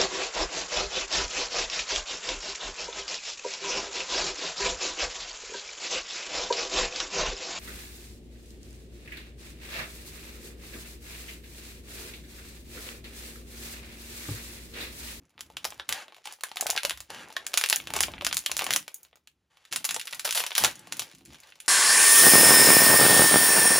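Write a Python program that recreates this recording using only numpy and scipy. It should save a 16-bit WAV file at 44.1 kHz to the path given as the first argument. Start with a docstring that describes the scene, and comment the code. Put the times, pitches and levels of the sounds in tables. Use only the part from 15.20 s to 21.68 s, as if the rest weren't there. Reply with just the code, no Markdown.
"""A foil packet is picked up over a table, cut open with scissors and its top strip pulled off, heard close up.
Squeezes drive fine crackle, hollow flexing and small creases; larger creases snap as filtered impulses and
avalanches, and flipped panels pop as short sagging notes. Slides and seam rips are dense runs of tiny clicks.
The blades tick and ring in decaying steel modes, and the hands thud and rub on the table as shaped noise.
A short, sparse room tail and a faint steady hiss surround it all."""
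import sys
import numpy as np
from scipy import signal
from scipy.fft import rfft, irfft, next_fast_len
from scipy.io import wavfile
from scipy.ndimage import uniform_filter1d

SR = 44100
rng = np.random.default_rng(int(sys.argv[2]) if len(sys.argv) > 2 else 0)


def int16_out(signal):
    """Quantize to a 16-bit WAV file."""
    q = np.round(np.clip(np.atleast_2d(signal).T, -1, 1) * 32767)
    wavfile.write(sys.argv[1], SR, q.astype(np.int16))


N = 285768
TIME = np.arange(N) / SR

# Event and blade levels below are before each layer's own trim; spectrum levels are relative.
# fingers or blades squeeze the foil: start t/s, hold/s, crackle level/dB, whole-pouch flexing level/dB
SQUEEZES = [(0, .17, -75.5, -73), (.19, 0.19, -68.5, -68.5), (.37, 0.3, -59.5, -64),
            (.69, 0.24, -76, -62.5), (.88, 0.15, -63, -71), (1.04, 0.041, -43, -80),
            (1.24, 0.19, -52.5, -67.5), (1.36, 0.22, -44, -59), (1.63, 0.091, -63, -51),
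            (1.76, 0.18, -59, -73), (1.9, 0.2, -56, -52.5), (2.1, 0.36, -52.5, -56),
            (2.33, 0.31, -53.5, -58.5), (2.66, 0.31, -53.5, -52), (2.74, 0.044, -34.5, -38),
            (3.04, 0.22, -52.5, -68.5), (3.28, 0.12, -48.5, -63), (3.38, 0.061, -38.5, -41.5),
            (3.46, 0.1, -41.5, -46.5), (3.62, 0.26, -65.5, -72), (4.36, 0.12, -64.5, -81),
            (4.51, 0.023, -37.5, -57), (4.64, 0.69, -52.5, -66), (5.05, 0.48, -47.5, -71),
            (5.71, 0.22, -50.5, -59.5), (6.05, 0.11, -54.5, -80), (6.13, .35, -58.5, -68)]
# a hand presses and shifts on the table: start t/s, hold/s, thud level/dB, rub level/dB
PRESSES = [(0, 0.023, -66, -61), (.15, 0.46, -67, -64.5), (.68, 0.021, -50.5, -53), (1.41, 0.19, -71, -81),
           (1.65, 0.17, -56.5, -66.5), (1.89, 0.15, -66, -54.5), (2.12, 0.52, -76, -73.5),
           (2.57, 0.065, -54, -53), (2.66, .41, -49.5, -50), (3.09, 0.094, -58, -56),
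           (3.28, 0.19, -61, -57.5), (3.46, 0.11, -73.5, -49), (3.66, 0.59, -82.5, -82.5),
           (4.51, 0.087, -71, -54.5), (4.68, 0.091, -81, -59), (4.93, 0.29, -76, -66),
           (5.4, 0.063, -53, -43.5), (5.5, .19, -79, -59), (5.71, 0.11, -83, -53.5),
           (5.93, 0.166, -71, -59.5), (6.07, 0.05, -58, -53), (6.2, 0.23, -84, -78)]
# single creases buckling: t/s, level/dB, bass against the middle/dB, treble against the middle/dB
SNAPS = [(0.1793, -18.5, -3, -27), (0.1928, -21, 3, -12), (0.2082, -11, -4, -1), (0.3016, -28, 18, -5),
         (0.3696, -4.5, -4, -10), (0.4452, -3.5, -3, -6), (0.452, 1.5, 5.5, -5.5), (0.505, -21, -2, 4),
         (0.523, -14, 7, -37), (0.5979, -4, 1.5, -19), (0.6918, -1, -4.5, -1.5), (0.7257, 4, -15, -7),
         (0.882, -19, 4, -17), (0.9233, -22.5, 9, -19), (0.946, -21.5, -15, -12.5), (0.966, -24, 7, -26),
         (0.983, -28.5, 10, -13), (1.0563, -13, -11, -3.5), (1.0732, -9.5, -25, -8), (1.125, -25.5, 12, 9),
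         (1.2093, -20, 1, -1), (1.2364, -4, 5.5, -2.5), (1.316, -11.5, -3, -14), (1.3592, -19.5, 9, 3),
         (1.3706, -2.5, -5, -7.5), (1.4104, -4.5, -2, 8), (1.426, -13.5, 20, -13), (1.4677, -2, -1, 1),
         (1.4975, -4, 8, -22), (1.5024, -5, -3, 8.5), (1.509, -4.5, -27, 1), (1.564, -2.5, -20, -6.5),
         (1.5697, -6, 9.5, -35), (1.5768, 8.5, -51, -16.5), (1.6335, -4, 1.5, -4), (1.651, 3.5, -1.5, -3.5),
         (1.6965, 0, -20, -6), (1.708, 2, -4.5, -12.5), (1.7752, -18, -1, -4), (1.805, -14, 1, 1),
         (1.9036, -13.5, 12, -3.5), (1.947, -13, 6, -9), (2.104, -21, 14.5, -10), (2.1664, -0.5, 1, -13),
         (2.2668, -4.5, -11, -0.5), (2.335, -8, -10, -9), (2.3406, 3.5, 0.5, -6.5), (2.375, 6.5, -6, 1.5),
         (2.3788, 3, -5, -1), (2.413, 3, -4.5, -5.5), (2.4391, 9.5, -7, -10.5), (2.461, 0, -18, -5.5),
         (2.4888, -7, -5, 2), (2.4996, 0, -7, 6), (2.5086, -2, 0, -18), (2.5278, 10, -2, -7.5),
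         (2.5605, -15, 7, 16), (2.567, -2.5, -43, -18), (2.601, -6.5, -6, -47), (2.6726, -6.5, -3, -10.5),
         (2.7043, -7, 6, -8), (2.7379, -3, 7, -2), (2.7656, -2, 11, 0), (2.7896, -5, -2, -14),
         (2.8066, 5, 2, 1), (2.83, -6.5, -18, 7.5), (2.8353, 6, -9.5, -11), (2.8834, -14, 15, -29),
         (2.9376, -9.5, 6, -28), (2.981, -11.5, 1, -50), (3.0109, -4, -1, -22), (3.0218, -11, 13.5, -11),
         (3.0486, -0.5, -7, -0.5), (3.067, 6, -2, -4.5), (3.1125, -4.5, -1, -27), (3.128, 2, -6.5, -6.5),
         (3.145, -13, -9, 7.5), (3.1698, 1, -13, 1.5), (3.179, -16, 3, 8), (3.191, -15.5, -24, 5),
         (3.2622, 3, -10, -6), (3.296, -11.5, 8, -25), (3.3163, 0.5, -1, -3), (3.3679, -3, -1.5, 3),
         (3.3785, -14.5, -10, 6.5), (3.393, 4, -6, -6.5), (3.412, -1.5, 7, -22), (3.4209, -3, 9, -6),
         (3.4664, 1, 3, -9), (3.5072, 6.5, -3, -7), (3.5294, -4, -28, 0), (3.5367, 5, -45, -3.5),
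         (3.562, 3.5, 0, 0), (3.6802, -11, 3.5, -3.5), (3.85, -27.5, -4, -9), (3.93, -29.5, 10.5, -27),
         (3.972, -35.5, 12, -15), (4.0741, -23, -6, -4), (4.372, -28.5, -0.5, -11),
         (4.4523, -21.5, -10, -10), (4.5265, 0, -6.5, -6.5), (4.5334, -9, 3.5, 1.5), (4.561, 0, -5, -0.5),
         (4.6446, -5, 3.5, -0.5), (4.6517, -2, -5, 4), (4.6915, 0, -9, -5.5), (4.7094, -1.5, -3, -1.5),
         (4.7446, -6, -3, 1), (4.7636, -2, 6.5, -5.5), (4.7969, -6.5, -31, -4.5), (4.814, -6.5, -25, -6),
         (4.8727, -9, -18, -4.5), (4.8777, -6.5, -12, -14), (4.9271, -8.5, 1, -7.5),
         (4.9325, -2.5, -10, -19), (4.947, -16.5, 2, 2.5), (4.9961, -4, -11, -4), (5.0536, -4, 7.5, 1.5),
         (5.0766, -1, 5, -9), (5.0915, -2, -4, -9), (5.109, 1, -25, -1.5), (5.126, -2.5, -12, -2),
         (5.1495, -5, -16, 0), (5.1756, 2, -3, -7), (5.2036, -1, 6.5, -11), (5.239, -1, 3, -9.5),
         (5.2654, -4, 0, -2), (5.3074, -6, -1, -11), (5.3178, -2.5, -3, -25), (5.353, 2, -24, -4.5),
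         (5.3635, 1, -8, -13), (5.3805, 7, -0.5, 0.5), (5.4386, 7, 8, -1), (5.4472, 12.5, -2, -6),
         (5.6723, -22, 11, -5), (5.724, -1, -3.5, -5), (5.7953, -2.5, 1, 0), (5.8205, -10, 3, -2.5),
         (5.95, -27, -8, 0), (6.145, -19.5, -1, -12), (6.2348, -21.5, -20, -10), (6.323, -17.5, -12, -27),
         (6.403, -16, -30, -2.5)]
# foil slides along steel or skin: start t/s, hold/s, level/dB
SLIDES = [(.695, 0.074, -39.5), (.77, 0.057, -44.5), (1.055, 0.062, -50), (1.895, .14, -46.5),
          (4.3, 0.29, -69), (5.38, 0.11, -36.5), (5.49, 0.33, -57), (6.22, 0.074, -59)]
# a whole panel of the pouch pops in or out: t/s, level/dB, centre pitch f/Hz
POPS = [(1.056, -37, 920), (1.073, -36.5, 880), (1.237, -26, 1674), (1.315, -37.5, 850), (1.36, -42, 736),
        (1.4, -35, 754), (1.424, -31, 823), (1.459, -25.5, 646), (1.494, -27.5, 680), (1.53, -32.5, 734),
        (1.554, -30.5, 780), (1.566, -40, 1885), (1.648, -26.5, 577), (2.166, -21, 1787)]
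# scissor blades touch: t/s, level/dB, brightness/dB (the low end is cut by three times this)
PINGS = [(3.743, -27.5, 9), (3.831, -39.5, 8.5), (3.957, -50, -0.5), (3.971, -63, 4)]
# ringing modes of the steel blades: f/Hz, level/dB, t60/s
BLADE_MODES = [(802, -9, .04), (1960, -8, .05), (3682, -7, .05), (4764, -8, .04), (6600, 0, .06),
               (6858, -5, .05), (7450, -6, .03), (8000, -8, .04), (9324, -10, .05), (12670, -8, .05),
               (13310, -12, .04)]
# the seam rips in tugs as the top strip is pulled: start t/s, hold/s, level/dB
RIPS = [(5.045, 0.0058, -22), (5.145, 0.058, -25.5), (5.365, 0.088, -30)]

# spectrum of the fine crackle: f/Hz, level/dB
CRACKLE_SPECTRUM = [(300, -27), (1000, -16), (2600, -3.5), (6000, -4), (10000, -8.5), (13500, -20.5),
                    (16000, -15)]
# spectrum of the flexing pouch: f/Hz, level/dB
FLEX_SPECTRUM = [(120, -23), (350, -7), (700, -6.5), (1200, -9.5), (2500, -8.5), (6000, -46.5)]
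# spectrum of thuds through the table top: f/Hz, level/dB
THUD_SPECTRUM = [(20, -38), (35, -26.5), (48, -10.5), (58, -1.5), (70, 0.5), (82, -8), (110, -18),
                 (170, -28), (500, -61.5)]
# spectrum of rubbing skin: f/Hz, level/dB
RUB_SPECTRUM = [(50, -23), (110, 0.5), (160, 3.5), (230, -1), (320, 2), (430, -13), (650, -18.5),
                (2000, -35.5)]
# spectrum of a snapping foil sheet: f/Hz, level/dB
FOIL_SPECTRUM = [(60, -42), (200, -29), (400, -8.5), (650, -2), (1200, 0), (1650, -1), (2700, 2.5),
                 (4500, 2), (6500, 4), (10000, 2.5), (13000, -1), (16000, -8)]
# spectrum of sliding foil: f/Hz, level/dB
SLIDE_SPECTRUM = [(100, -20), (400, 4), (1000, 11), (2700, 8), (6000, -1.5), (10000, -5.5), (16000, -19.5)]
# spectrum of the ripping seam: f/Hz, level/dB
SEAM_SPECTRUM = [(250, -32), (600, -1), (2500, -1.5), (6500, -0.5), (13500, 2.5), (16000, -17)]
# spectrum of the steady background hiss: f/Hz, level/dB
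AIR_SPECTRUM = [(20, -14), (70, 0), (200, -5), (600, -13), (3000, -19), (9000, -26), (16000, -34)]
# ring time of the room: f/Hz, t60/s
ROOM_T60 = [(200, 0.14), (700, 0.14), (2500, 0.16), (7000, 0.13), (14000, 0.17)]
# phase between the two microphone ports: f/Hz, right leads by/rad
PORT_PHASE = [(0, 0), (300, 0), (700, -.45), (1100, .1), (2200, .2), (3200, -.5), (5000, -.1), (6500, 0),
              (7400, 1), (8500, 3.14), (12000, 9.42), (16000, 15.7)]
# balance of the two microphone ports: f/Hz, left over right/dB
PORT_BALANCE = [(150, 0), (400, -1.5), (850, 4), (1350, 2), (1550, -3), (1900, 1.5), (2800, 0)]

AIR_DB = -81
EDGE_HZ = 16200  # top of the audible band
# power share of a snap that is an avalanche of tiny creases (0-1):
# small while the foil is held flat, large once the fingers crumple it
FLAT_SHARE, CRUMPLED_SHARE = 0.3, 0.64
CRUMPLE_FROM_S = 4.4


def amp(db):
    """Decibels to gain."""
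    return 10 ** (np.asarray(db) / 20)


def unit(x):
    """Scales to an rms of 1."""
    return x / np.sqrt(np.mean(x ** 2) + 1e-20)


def read(points, hz):
    """Reads a curve on a log-frequency axis."""
    f, value = np.transpose(points)
    return np.interp(np.log(hz + 1), np.log(f + 1), value)


def level(rows, attack_s, release_s, axis=2):
    """Each gesture swells, holds and dies away; gestures that overlap add in power."""
    power = np.zeros(N)
    for row in rows:
        t = TIME - row[0]
        attack = np.clip(t / attack_s, 0, 1)
        release = np.exp(-np.maximum(t - row[1], 0) / release_s)
        power += (amp(row[axis]) * attack * release) ** 2
    return np.sqrt(power)


def add(mix, s, sound):
    """Mixes a sound in at time s."""
    start = max(round(s * SR), 0)
    part = mix[..., start:][..., :sound.shape[-1]]
    part += sound[..., :part.shape[-1]]


def causal(gain_db):
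    """The most compact causal (minimum-phase) impulse response with the given spectrum."""
    log_gain = np.log(amp(np.concatenate([gain_db, gain_db[-2:0:-1]])))
    return np.fft.ifft(np.exp(np.conj(signal.hilbert(log_gain)))).real


def colour(x, points, size=4096):
    """Gives a signal a spectrum and an rms of 1."""
    response = causal(read(points, np.fft.rfftfreq(size, 1 / SR)))
    return unit(signal.oaconvolve(x, response)[:N])


def grains(points, per_s, spread_db, facet_db, count=14):
    """Countless tiny creases of uneven size, shared among a few facets of differing colour."""
    hz, out = np.geomspace(100, 17000, 36), np.zeros(N)
    facet = rng.integers(0, count, N)
    sizes = amp(spread_db * np.minimum(rng.exponential(1, N), 3))
    clicks = (rng.random(N) < per_s / SR) * rng.choice([-1, 1], N) * sizes
    for k in range(count):
        facet_curve = read(points, hz) + facet_db * rng.standard_normal(len(hz))
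        out += colour(clicks * (facet == k), np.c_[hz, facet_curve])
    return unit(out)


def squeeze():
    """How hard the foil is being worked at every sample."""
    return level(SQUEEZES, attack_s=0.0071, release_s=0.047, axis=2)


def crinkle(crackle_db=-5, flex_db=-2, crisp_db=-50, soft_hz=4500):
    """Crackle and hollow flexing follow the fingers; quiet crackle is low-passed, loud crackle stays bright."""
    effort = squeeze()
    crackle = grains(CRACKLE_SPECTRUM, per_s=1100, spread_db=7, facet_db=2.5)
    soft = signal.lfilter(*signal.butter(1, soft_hz, fs=SR), crackle)
    crisp = effort / (effort + amp(crisp_db))  # share of the unfiltered crackle
    blend = crisp * crackle + (1 - crisp) * soft
    bending = level(SQUEEZES, attack_s=0.015, release_s=0.0084, axis=3)
    flex = bending * grains(FLEX_SPECTRUM, per_s=350, spread_db=1.0, facet_db=4.5)
    return amp(crackle_db) * effort * blend + amp(flex_db) * flex


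def hands(thud_db=-1, rub_db=-2):
    """Dull bumps through the table top and the rub of skin, both shaped noise."""
    press = level(PRESSES, attack_s=0.041, release_s=0.029, axis=2)
    thud = press * colour(rng.standard_normal(N), THUD_SPECTRUM)
    shift = level(PRESSES, attack_s=0.0067, release_s=0.04, axis=3)
    rub = shift * colour(rng.standard_normal(N), RUB_SPECTRUM)
    return amp(thud_db) * thud + amp(rub_db) * rub


def small_creases(above_db=27, spread_db=1.0, bass_db=0, treble_db=-5, colour_db=7, count=240):
    """Lesser creases buckle at random, each with its own colour, louder the harder the foil is squeezed."""
    at = rng.integers(0, N, count)
    size, bass, treble = rng.standard_normal((count, 3)).clip(-2, 2).T
    db = 20 * np.log10(squeeze()[at] + 1e-9) + above_db + spread_db * size
    return list(zip(at / SR, db, bass_db + colour_db * bass, treble_db + colour_db * treble))


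def avalanche(t, ring_s, flutter_db, flutter_s, onset_s=0.00079):
    """Tiny creases: a short ring and spiky flutter around a larger crease, with a softened onset."""
    onset, after = np.exp(np.minimum(t, 0) / onset_s), np.maximum(t, 0)
    ring = rng.standard_normal(len(t)) * onset * np.exp(-after / ring_s)
    flutter = rng.standard_normal(len(t)) ** 3 * onset * np.exp(-after / flutter_s)  # cubing makes it spiky
    return unit(unit(ring) + amp(flutter_db) * unit(flutter)) / np.sqrt(len(t))  # energy of 1


def snaps(gain_db=1.0, table_db=-12, table_s=0.0044, travel_s=0.00017, size=2048):
    """A crease flips with a crack and sets off its neighbours; the sheet carries it and the table reflects it."""
    lead = size // 16  # samples before the crack
    hz, t, out = np.fft.rfftfreq(size, 1 / SR), (np.arange(size) - lead) / SR, np.zeros(N)
    facet_hz, facet_db = np.geomspace(200, 17000, 30), 2.6
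    for s, db, bass_db, treble_db in SNAPS + small_creases():
        facet = read(np.c_[facet_hz, rng.standard_normal(len(facet_hz))], hz)  # each facet has its own resonances
        tilt = read([(850, bass_db), (1500, 0), (3600, 0), (6500, treble_db)], hz)
        share = FLAT_SHARE if s < CRUMPLE_FROM_S else CRUMPLED_SHARE
        push = np.sqrt(share) * avalanche(t, ring_s=0.0015, flutter_db=-4.5, flutter_s=0.0072)
        push[lead] += np.sqrt(1 - share)
        add(push, table_s * rng.uniform(1.0, 1.3), amp(table_db) * push)
        z = rfft(push)
        # flatten the random peaks of the noise, leaving a smooth, less ringing crack
        z /= np.sqrt(uniform_filter1d(abs(z) ** 2, size=16))
        # bending waves are dispersive: the treble arrives first; travel_s is the longest delay at 4 kHz
        bend = np.exp(-4j * np.pi * travel_s * rng.random() * np.sqrt(4000 * hz))
        sheet = rfft(causal(read(FOIL_SPECTRUM, hz) + tilt + facet_db * facet)) * bend
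        crack = irfft(z * sheet)
        add(out, s + t[0], rng.choice([-1, 1]) * amp(db + gain_db) * crack)
    return out


def slides(gain_db=-1):
    """Sliding is a dense run of minute slips."""
    stroke = level(SLIDES, attack_s=0.004, release_s=0.016)
    return amp(gain_db) * stroke * grains(SLIDE_SPECTRUM, per_s=5800, spread_db=3.5, facet_db=7)


def pops(gain_db=0, rise_s=0.0003, decay_s=0.0032, upper=2.2, upper_db=-8):
    """A flipped panel gives a short hollow note; its pitch jitters and sags as the foil relaxes."""
    t, out = np.arange(SR // 20) / SR, np.zeros(N)
    sag, waver = 0.1, 0.12  # shares of the pitch
    swell = (1 - np.exp(-t / rise_s)) * np.exp(-t / decay_s)
    for s, db, hz in POPS:
        jitter = waver * unit(uniform_filter1d(rng.standard_normal(len(t)), size=30))
        glide = sag * (2 * np.exp(-t / decay_s) - 1)  # from above the centre pitch to below it
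        turns = np.cumsum(hz * (1 + jitter + glide)) / SR
        note = np.sin(2 * np.pi * turns) + amp(upper_db) * np.sin(2 * np.pi * upper * turns)
        add(out, s, amp(db + gain_db) * swell / swell.max() * note)
    return out


def scissors(gain_db=0, tick_s=0.0032, size=512):
    """A light steel tick sets the blades ringing briefly; each touch favours other modes."""
    t, out = np.arange(SR // 3) / SR, np.zeros(N)
    hz, mode_db, t60 = np.array(BLADE_MODES).T[:, :, None]
    bins = np.fft.rfftfreq(size, 1 / SR)
    ring_db, strike_db = -13, 3  # ring against the tick, random spread of the modes
    for s, db, bright_db in PINGS:
        tilt = [(800, -3 * bright_db), (4500, -1.5 * bright_db), (6400, 0)]
        weight_db = ring_db + mode_db + read(tilt, hz) + strike_db * rng.standard_normal(hz.shape)
        modes = np.sin(2 * np.pi * (hz * t + rng.random(hz.shape)))
        ring = (amp(weight_db - 60 * t / t60) * modes).sum(0)
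        burst = rng.standard_normal(len(t)) * np.exp(-t / tick_s)
        tick = signal.lfilter(causal(read(tilt, bins)), 1, burst)
        add(out, s, amp(db + gain_db) * (ring + tick))
    return out


def rip(gain_db=-2):
    """The seam parts in a fast run of tiny bright breaks."""
    pull = level(RIPS, attack_s=0.0066, release_s=0.015)
    return amp(gain_db) * pull * grains(SEAM_SPECTRUM, per_s=2300, spread_db=0.5, facet_db=3)


def room(x, build_s=0.00053, size=256, count=6):
    """Sparse reflections die band by band; a few random tail patterns take turns, so no colour stays fixed."""
    t, out = np.arange(SR // 2) / SR, np.zeros(N)
    turn = (TIME / 0.023).astype(int) % count  # the next pattern every 23 ms
    for k in range(count):
        sparse = rng.standard_normal(len(t)) * (rng.random(len(t)) < 4000 / SR)  # about 4000 taps a second
        taps = sparse * (1 - np.exp(-(t / build_s) ** 2))
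        hz, when, z = signal.stft(taps, SR, nperseg=size)
        decay = amp(-60 * when / read(ROOM_T60, hz)[:, None])
        tail = signal.istft(z * decay, SR, nperseg=size)[1]
        share = np.sqrt(np.abs(uniform_filter1d(1. * (turn == k), size)))  # crossfade between patterns
        out += signal.oaconvolve(x * share, tail / np.linalg.norm(tail))[:N]
    return out


def scene(room_db=-7, wide_db=-13.0, hands_side_db=-23):
    """The packet is close and central; part of the room and hand sound differs from left to right."""
    near = snaps() + pops() + crinkle() + slides() + rip() + scissors()
    air = amp(AIR_DB) * colour(rng.standard_normal(N), AIR_SPECTRUM)
    middle = near + amp(room_db) * room(near) + hands() + air
    side = amp(wide_db) * room(near) + amp(hands_side_db) * hands()  # fresh random draws
    return np.array([middle + side, middle - side])


def record(dry):
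    """Two microphone ports differ in phase and balance; a soft ceiling rounds loud cracks before the band limit."""
    size = next_fast_len(N + 4096)
    hz = np.fft.rfftfreq(size, 1 / SR)
    phase = np.interp(hz, *np.transpose(PORT_PHASE))
    port = amp(read(PORT_BALANCE, hz) / 2) * np.exp(-0.5j * phase)  # half the difference on each side
    heard = irfft(rfft(dry, size) * np.array([port, 1 / port]), size)[:, :N]
    heard = heard / (1 + (heard / 0.85) ** 4) ** 0.25
    heard = signal.sosfilt(signal.butter(3, 36, "high", fs=SR, output="sos"), heard)
    band = signal.firwin(255, EDGE_HZ, window=("kaiser", 9), fs=SR)
    return signal.oaconvolve(heard, band[None], "same")


dry = scene()
out = record(dry)
int16_out(out)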